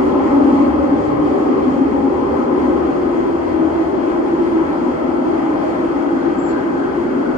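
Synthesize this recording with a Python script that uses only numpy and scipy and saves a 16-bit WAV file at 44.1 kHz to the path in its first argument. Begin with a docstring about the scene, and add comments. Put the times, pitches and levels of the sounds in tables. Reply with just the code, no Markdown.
"""Inside a subway carriage in a tunnel, a two-port phone held at the window.
From the start, rough wheels on rough rails shake bogie, floor and panels: noise through drifting resonances,
over a broad roar and a flickering hiss that the tunnel wall throws back. Near 1.1 s an opening in the wall
goes by and the balance of the parts changes. Near 3.3, 5.8 and 6.4 s a wheel flange squeals briefly: narrow
noise bands that sag in pitch and ring on."""
import sys
import numpy as np
from scipy import signal
from scipy.fft import rfft, irfft, next_fast_len
from scipy.io import wavfile
from scipy.ndimage import uniform_filter1d, minimum_filter1d, map_coordinates

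SR = 44100
rng = np.random.default_rng(int(sys.argv[2]) if len(sys.argv) > 2 else 0)


def store_pcm(level_fs):
    """Save levels as 16-bit WAV."""
    pcm = np.round(np.clip(level_fs, -1, 1) * 32767).astype(np.int16)
    wavfile.write(sys.argv[1], SR, np.atleast_2d(pcm).T)


N = 325017  # samples

# Modes of each part. Each row: centre in Hz, width in Hz, level within the part in dB.
BOGIE = [(79.3, 17, 0.5), (67, 13, -7.5)]
UNDERFRAME = [(130, 56, 0)]
AXLES = [(163.5, 26, 0)]
LOW_FLOOR = [(251, 44, -5.5), (286.1, 46.5, -0.5)]
HIGH_FLOOR = [(328.2, 18.8, 0), (349.6, 26, -6)]
DOORS = [(387.7, 62, 0)]
PANELS = [(507, 74, 0)]
UPPER_PANELS = [(574.4, 77, 0)]
WINDOW = [(648, 89, 0)]
RAILS = [(786, 74, -1.3), (833, 95, -0.23)]
MID_RAILS = [(982, 95, -1.5), (1045.5, 85, 0)]
HIGH_RAILS = [(1260, 140, 0)]
WHEELS = [(1489, 240, 0)]
# How hard each part rings. Each row: modes, level midway in dB, drift in dB per s, dB per dB of wall level,
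# dB per unit of floor lean, dB added at the opening.
PARTS = {"bogie": (BOGIE, -42, -1.7, .1, .3, 1.5), "low floor": (LOW_FLOOR, -20.5, -0.35, 0.35, -2.5, -1.8),
         "high floor": (HIGH_FLOOR, -21.5, -0.11, 0.38, 3.2, -5.5),
         "doors": (DOORS, -27, -1.1, 0.71, 0.27, -3.5), "walls": (PANELS, -31, -0.49, .6, -1.6, .3),
         "upper walls": (UPPER_PANELS, -32.5, -0.8, 0.66, -1.4, .3),
         "rails": (RAILS, -30.5, -0.6, 1, -1.2, -1.3), "mid rails": (MID_RAILS, -34, -0.6, 0.83, .3, 1.3),
         "high rails": (HIGH_RAILS, -37.5, -0.46, 0.79, -0.3, .3),
         "wheels": (WHEELS, -42, 0.92, .8, .3, -.3), "underframe": (UNDERFRAME, -43.5, -0.52, .1, -.6, 13),
         "axles": (AXLES, -42.5, -.2, .1, .3, 2.5), "window": (WINDOW, -37, 0.38, .6, 3.4, -0.33)}
# Swells of one part: its ringing grows louder for a moment.
# Each row: centre in seconds, half length in seconds, part, swell in dB.
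SWELLS = [(0.75, 0.2, "bogie", 4.5), (3.6, .25, "bogie", 2), (2.7, 0.072, "high floor", 3.5),
          (3.62, 0.12, "high floor", 1), (4.5, .08, "high floor", 3.5), (4.3, .15, "high floor", 1.5),
          (6.1, 0.27, "high floor", 2.5), (7.1, 0.22, "high floor", 0), (.4, 0.3, "rails", 2),
          (2.3, .25, "rails", 2.5), (2.3, .3, "mid rails", 2), (4.7, .25, "mid rails", 1.5),
          (5.1, .3, "high rails", 4.5), (6.7, .25, "high rails", 1), (0.59, 0.52, "upper walls", 3),
          (5.7, .3, "upper walls", 5), (1.8, .3, "low floor", 1.5), (3.0, 0.25, "axles", 3),
          (0.49, 0.32, "low floor", 3), (2.7, 0.13, "low floor", 3), (1.3, 0.27, "doors", 4.5),
          (2.45, 0.62, "doors", 5.5), (6.76, 0.31, "doors", 6.5), (7.27, 0.32, "doors", 6),
          (0.28, 0.26, "doors", 2.5), (7.1, .25, "low floor", 1.5), (2.1, 0.32, "bogie", 3.5),
          (2.45, 0.39, "walls", 3), (5.6, 0.23, "walls", 2), (5.3, 0.3, "rails", 3.5),
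          (6.85, .5, "wheels", 3.5), (3.9, 0.25, "window", 3.5), (5.1, .25, "window", 6),
          (5.6, .4, "underframe", 1.5)]
# Pitch of some parts along the ride. Each row: time in seconds, shift in percent.
GLIDES = {"upper walls": [(0, 2), (.6, 0), (1.3, -3), (2.3, -4), (3.3, 5), (5.6, 8), (7.37, 3)],
          "rails": [(0, 1), (1.3, -3), (2.1, 2), (2.9, -3), (3.8, 2), (5.3, 1), (6.5, 0), (7.37, 1.5)],
          "mid rails": [(0, 3), (1.5, 4), (2.1, -1), (3.1, -1), (4.1, 1), (4.7, -1), (7.37, -1)],
          "high rails": [(0, 1), (1.2, -1.5), (2.5, 0), (4.7, 1.5), (5.5, 0), (7.37, 1)],
          "high floor": [(0, 0.94), (3.1, 1.42), (3.9, -1), (4.4, 2), (7.37, 0.014)], "bogie": [(0, 0),
          (.6, 1), (1.1, -6), (1.6, 1), (2.3, 1), (2.7, -7), (3.5, 2), (7.37, 0.5)]}
MIDWAY_S = 3.7
OPENING_S, OPENING_HALF_S = 1.12, 0.17  # centre, half length


def ringing_parts(wall_db, lean):
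    """Each part rings at a level set by drift, wall, floor lean, opening and swells."""
    since_midway_s = np.arange(N) / SR - MIDWAY_S
    opening = bump(OPENING_S, OPENING_HALF_S)
    mix = 0
    for name, (modes, db, drift_db_per_s, wall_share, lean_db, opening_db) in PARTS.items():
        level_db = db + drift_db_per_s * since_midway_s + wall_share * wall_db
        level_db = level_db + lean_db * lean + opening_db * opening
        for at_s, half_s, part, swell_db in SWELLS:
            if part == name:
                level_db = level_db + swell_db * bump(at_s, half_s)
        shift_percent = in_time(GLIDES[name])[0] if name in GLIDES else 0
        mix = mix + undb(level_db) * glide(ring(modes), shift_percent)
    return mix


def ring(modes):
    """Every mode of a part swells and wavers on its own, by chance."""
    total = 0
    for hz, width_hz, db in modes:
        waver_db = .6 * walk(2.49) + 0.95 * walk(8) + .7 * walk(19)
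        total = total + undb(db + waver_db) * mode(hz, width_hz)
    return unit(total)


def mode(center_hz, width_hz, size=N):
    """Noise through one resonance with steep flanks."""
    return shaped(lambda hz: 1 / (1 + ((hz - center_hz ** 2 / hz) / width_hz) ** 2), size)


WAVER_PERCENT, WAVERS_PER_S = 1.2, 5


def glide(pair, percent):
    """Reading faster or slower shifts the pitch by this much, wavering around it."""
    speed = 1 + (percent + WAVER_PERCENT * walk(WAVERS_PER_S)) / 100
    place = np.cumsum(speed)
    return np.array([map_coordinates(v, [place], order=1, mode="mirror") for v in pair])


# Roar under the modes. Each row: frequency in Hz, relative density in dB per Hz.
ROAR = [(20, -34.5), (48, -4), (100, -11.5), (140, -6), (190, 1.5), (450, 2), (680, -1), (1100, -3.5),
        (1500, -16), (2400, -51.5), (15000, -100)]
ROAR_DB = -25.5


def roar(wall_db):
    """Broad rolling noise that swells with the hiss: both come back from the tunnel wall."""
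    return undb(ROAR_DB + 0.98 * wall_db) * coloured(ROAR)


# Wheel and air noise back from the wall. Each row: frequency in Hz, relative density in dB per Hz.
HISS = [(900, -24.5), (1400, -10.5), (1750, -6), (2100, -5.5), (2600, -16), (3000, -19), (3250, -14.5),
        (3700, -25.5), (4400, -22.5), (5500, -28.5), (7500, -31.5), (9000, -37.5), (10500, -40.5),
        (15000, -59)]


def hiss(hiss_db):
    """Wheel and air noise thrown back by the wall, flickering overall and band by band."""
    return undb(hiss_db + .5 * flicker(10)) * gusty(coloured(HISS))


# Hiss bands that flicker alone. Each row: low edge in Hz, high edge in Hz, flickers per s, depth in dB.
GUSTS = [(1300, 1710, 9.9, 2.5), (1760, 2300, 9, 1.1), (2320, 2900, 9, 0.85), (2900, 3600, 9, 0.85),
         (3620, 4600, 10, 1.1), (4600, 5400, 10, 0.9), (6000, 8500, 12, 1.3), (8500, 9700, 14, 1.5),
         (9700, 11000, 14, 1.5), (11000, 12400, 14, 1.5)]


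def gusty(noise):
    """Gusts past the window make each band of the hiss flicker alone."""
    out = noise
    for low_hz, high_hz, rate_per_s, depth_db in GUSTS:
        sos = signal.butter(2, [low_hz, high_hz], "band", fs=SR, output="sos")
        band = signal.sosfiltfilt(sos, noise)
        out = out + (undb(depth_db * flicker(rate_per_s)) - 1) * band
    return out


# Tunnel ride. Each row: time in seconds, level thrown back by the wall in dB,
# lean of the floor ring: negative favours its low modes, positive its high modes.
RIDE = [(0, -37.5, -0.17), (.55, -37, -0.87), (.9, -39, -0.83), (1.5, -38, -.4), (2.05, -40, -0.77),
        (2.6, -38.5, -0.23), (3.0, -39, 0.9), (3.5, -39.5, 1.3), (4.2, -39, 0.7), (4.7, -38.5, -0.09),
        (5.1, -40, 0.05), (5.6, -38, 0.076), (6.1, -39, -0.27), (6.6, -39.5, -0.33), (7.37, -40, -0.39)]


def carriage():
    """Parts, roar and hiss as two unrelated mixes of reflections."""
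    hiss_db, lean = in_time(RIDE)
    wall_db = hiss_db - hiss_db.mean()
    return ringing_parts(wall_db, lean) + roar(wall_db) + hiss(hiss_db)


# Flange squeals. Each row: start in seconds, hold in seconds, centre in Hz, width in Hz, level in dB,
# left minus right in dB.
SQUEALS = [(3.24, 0.051, 8900, 420, -69, -5), (5.81, .04, 8800, 420, -64, -4),
           (6.364, 0.11, 7430, 300, -50.5, 6), (6.442, .02, 6760, 200, -62, 9),
           (6.468, 0.035, 4450, 600, -55.5, 10), (6.46, 0.018, 5900, 900, -61, 5)]
# Wheel modes in a squeal. Each row: offset in squeal widths, level in dB. Then mode width as share of squeal width.
SQUEAL_MODES, SQUEAL_MODE_SHARE = [(-.42, -2.5), (0, 3), (.4, -3)], .3
SQUEAL_RISE_S, SQUEAL_FALL_S = .028, .06  # fall: time per 20 dB
SQUEAL_TAIL_DB, SQUEAL_TAIL_S = -9, .25  # tail: time per 20 dB
SQUEAL_TAIL_SHIFT, SQUEAL_TAIL_SPREAD = -.5, 1.6  # in squeal widths: lower, more blurred
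SQUEAL_SAG_PER_S = .04  # share of pitch lost per s


def squeals():
    """Stick-slip at the flange: close, rough wheel modes swell, hold, sag and die in the tunnel."""
    out, size = np.zeros((2, N)), SR // 2
    t = np.arange(size) / SR
    sagging_place = (t - SQUEAL_SAG_PER_S * t ** 2 / 2) * SR
    for start_s, hold_s, hz, width_hz, db, pan_db in SQUEALS:
        after_s = np.maximum(t - SQUEAL_RISE_S - hold_s, 0)
        rise = np.clip(t / SQUEAL_RISE_S, 0, 1) ** 2
        wheel = 0
        for offset, mode_db in SQUEAL_MODES:
            wheel = wheel + undb(mode_db) * mode(hz + offset * width_hz, SQUEAL_MODE_SHARE * width_hz, size)
        band = np.array([map_coordinates(v, [sagging_place]) for v in unit(wheel)])
        direct = rise * undb(-20 * after_s / SQUEAL_FALL_S) * band
        build = np.clip(t / (SQUEAL_RISE_S + hold_s), 0, 1)
        tail = mode(hz + SQUEAL_TAIL_SHIFT * width_hz, SQUEAL_TAIL_SPREAD * width_hz, size)
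        echo = build * undb(SQUEAL_TAIL_DB - 20 * after_s / SQUEAL_TAIL_S) * tail
        side_db = np.array([[pan_db], [-pan_db]]) / 2
        start = int(start_s * SR)
        out[:, start:start + size] += undb(db + side_db) * (direct + echo)
    return out


# The two ports. Each row: frequency in Hz, likeness 0-1, left lag in ms, left minus right in dB.
PORTS = [(40, .93, .1, 0.5), (124, 0.9, .1, -0.5), (190, .58, .1, 2.5), (255, 0.87, 0.033, 2.5),
         (484, 0, 0.21, .5), (660, 0.38, 0.68, 2), (825, 0.18, 0.41, 3), (1120, 0.1, 0.043, 4),
         (1510, 0.5, 0.24, 3.5), (2050, 0.33, 0.24, 2.5), (2700, 0.9, 0.36, 0), (3200, 0.7, 0.36, 3),
         (3520, 0.6, 0.41, 1.5), (4440, 0.2, 0.37, 3.5), (4670, 0.5, 0.47, -0.5), (5300, .2, .42, 4.5),
         (7000, 0.3, .43, 2.5), (8800, 0.4, 0.45, -0.5), (11000, 0.5, 0.53, -0.5)]


def ports(pair):
    """The right port hears a share of the left's sound slightly earlier, other reflections for the rest."""
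    edge = 4096  # samples of mirrored padding
    size = next_fast_len(N + 2 * edge)
    hz = np.arange(size // 2 + 1) * SR / size
    alike, lag_ms, pan_db = on_log_hz(hz, PORTS)
    alike = np.clip(alike, 0, 1)
    padded = np.pad(pair, ((0, 0), (edge, edge)), "reflect", reflect_type="odd")
    left, other = rfft(padded, size)
    early = left * np.exp(2j * np.pi * hz * lag_ms / 1000)
    right = alike * early + np.sqrt(1 - alike ** 2) * other
    return irfft([left * undb(pan_db / 2), right * undb(-pan_db / 2)], size)[:, edge:edge + N]


def undb(db):
    """Amplitude from dB."""
    return 10 ** (np.asarray(db) / 20)


def unit(x):
    """Scale to rms 1."""
    return x / np.sqrt(np.mean(x ** 2))


def on_log_hz(hz, table):
    """Columns of a (Hz, ..) table, joined by straight lines on a log-frequency axis."""
    at_hz, *columns = np.transpose(table)
    return [np.interp(np.log(hz + 1), np.log(at_hz), c) for c in columns]


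def in_time(table):
    """Columns of a (s, ..) table, one value a sample."""
    at_s, *columns = np.transpose(table)
    return [np.interp(np.arange(N) / SR, at_s, c) for c in columns]


def shaped(gain, size=N):
    """Two unrelated noises through one spectrum, rms 1."""
    fast = next_fast_len(size)
    hz = np.arange(fast // 2 + 1) * SR / fast
    real, imag = rng.standard_normal((2, 2, len(hz)))
    return unit(irfft((real + 1j * imag) * gain(hz + 1), fast)[:, :size])


def coloured(table):
    """Two unrelated noises with a tabled spectrum."""
    return shaped(lambda hz: undb(on_log_hz(hz, table)[0]))


def walk(rate_per_s):
    """Random levels at this rate, joined and slewed; spread near 1."""
    step = int(SR / rate_per_s)
    count = N // step + 2
    joined = np.interp(np.arange(N) / step, np.arange(count), rng.standard_normal(count))
    return 1.62 * uniform_filter1d(joined, step)


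def flicker(rate_per_s):
    """A walk without its slow drift."""
    quick = walk(rate_per_s)
    return quick - uniform_filter1d(quick, SR // 3)


def bump(at_s, half_s):
    """A smooth rise and fall around a moment, 1 at the top."""
    return np.exp(-((np.arange(N) / SR - at_s) / half_s) ** 2)


def scene():
    """Carriage through the ports, squeals on top."""
    return ports(carriage()) + squeals()


CEILING, TOP_HZ = .92, 12400


def record(dry):
    """The phone's limiter eases the gain down around peaks over the ceiling; then the top is cut."""
    span = int(.012 * SR)
    need = CEILING / np.maximum(np.abs(dry).max(axis=0), CEILING)
    held = minimum_filter1d(need, 2 * span + 1)
    gain = uniform_filter1d(uniform_filter1d(held, span), span)
    low_pass = signal.ellip(8, .1, 40, TOP_HZ, fs=SR, output="sos")
    return signal.sosfiltfilt(low_pass, dry * gain)


dry = scene()
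out = record(dry)
store_pcm(out)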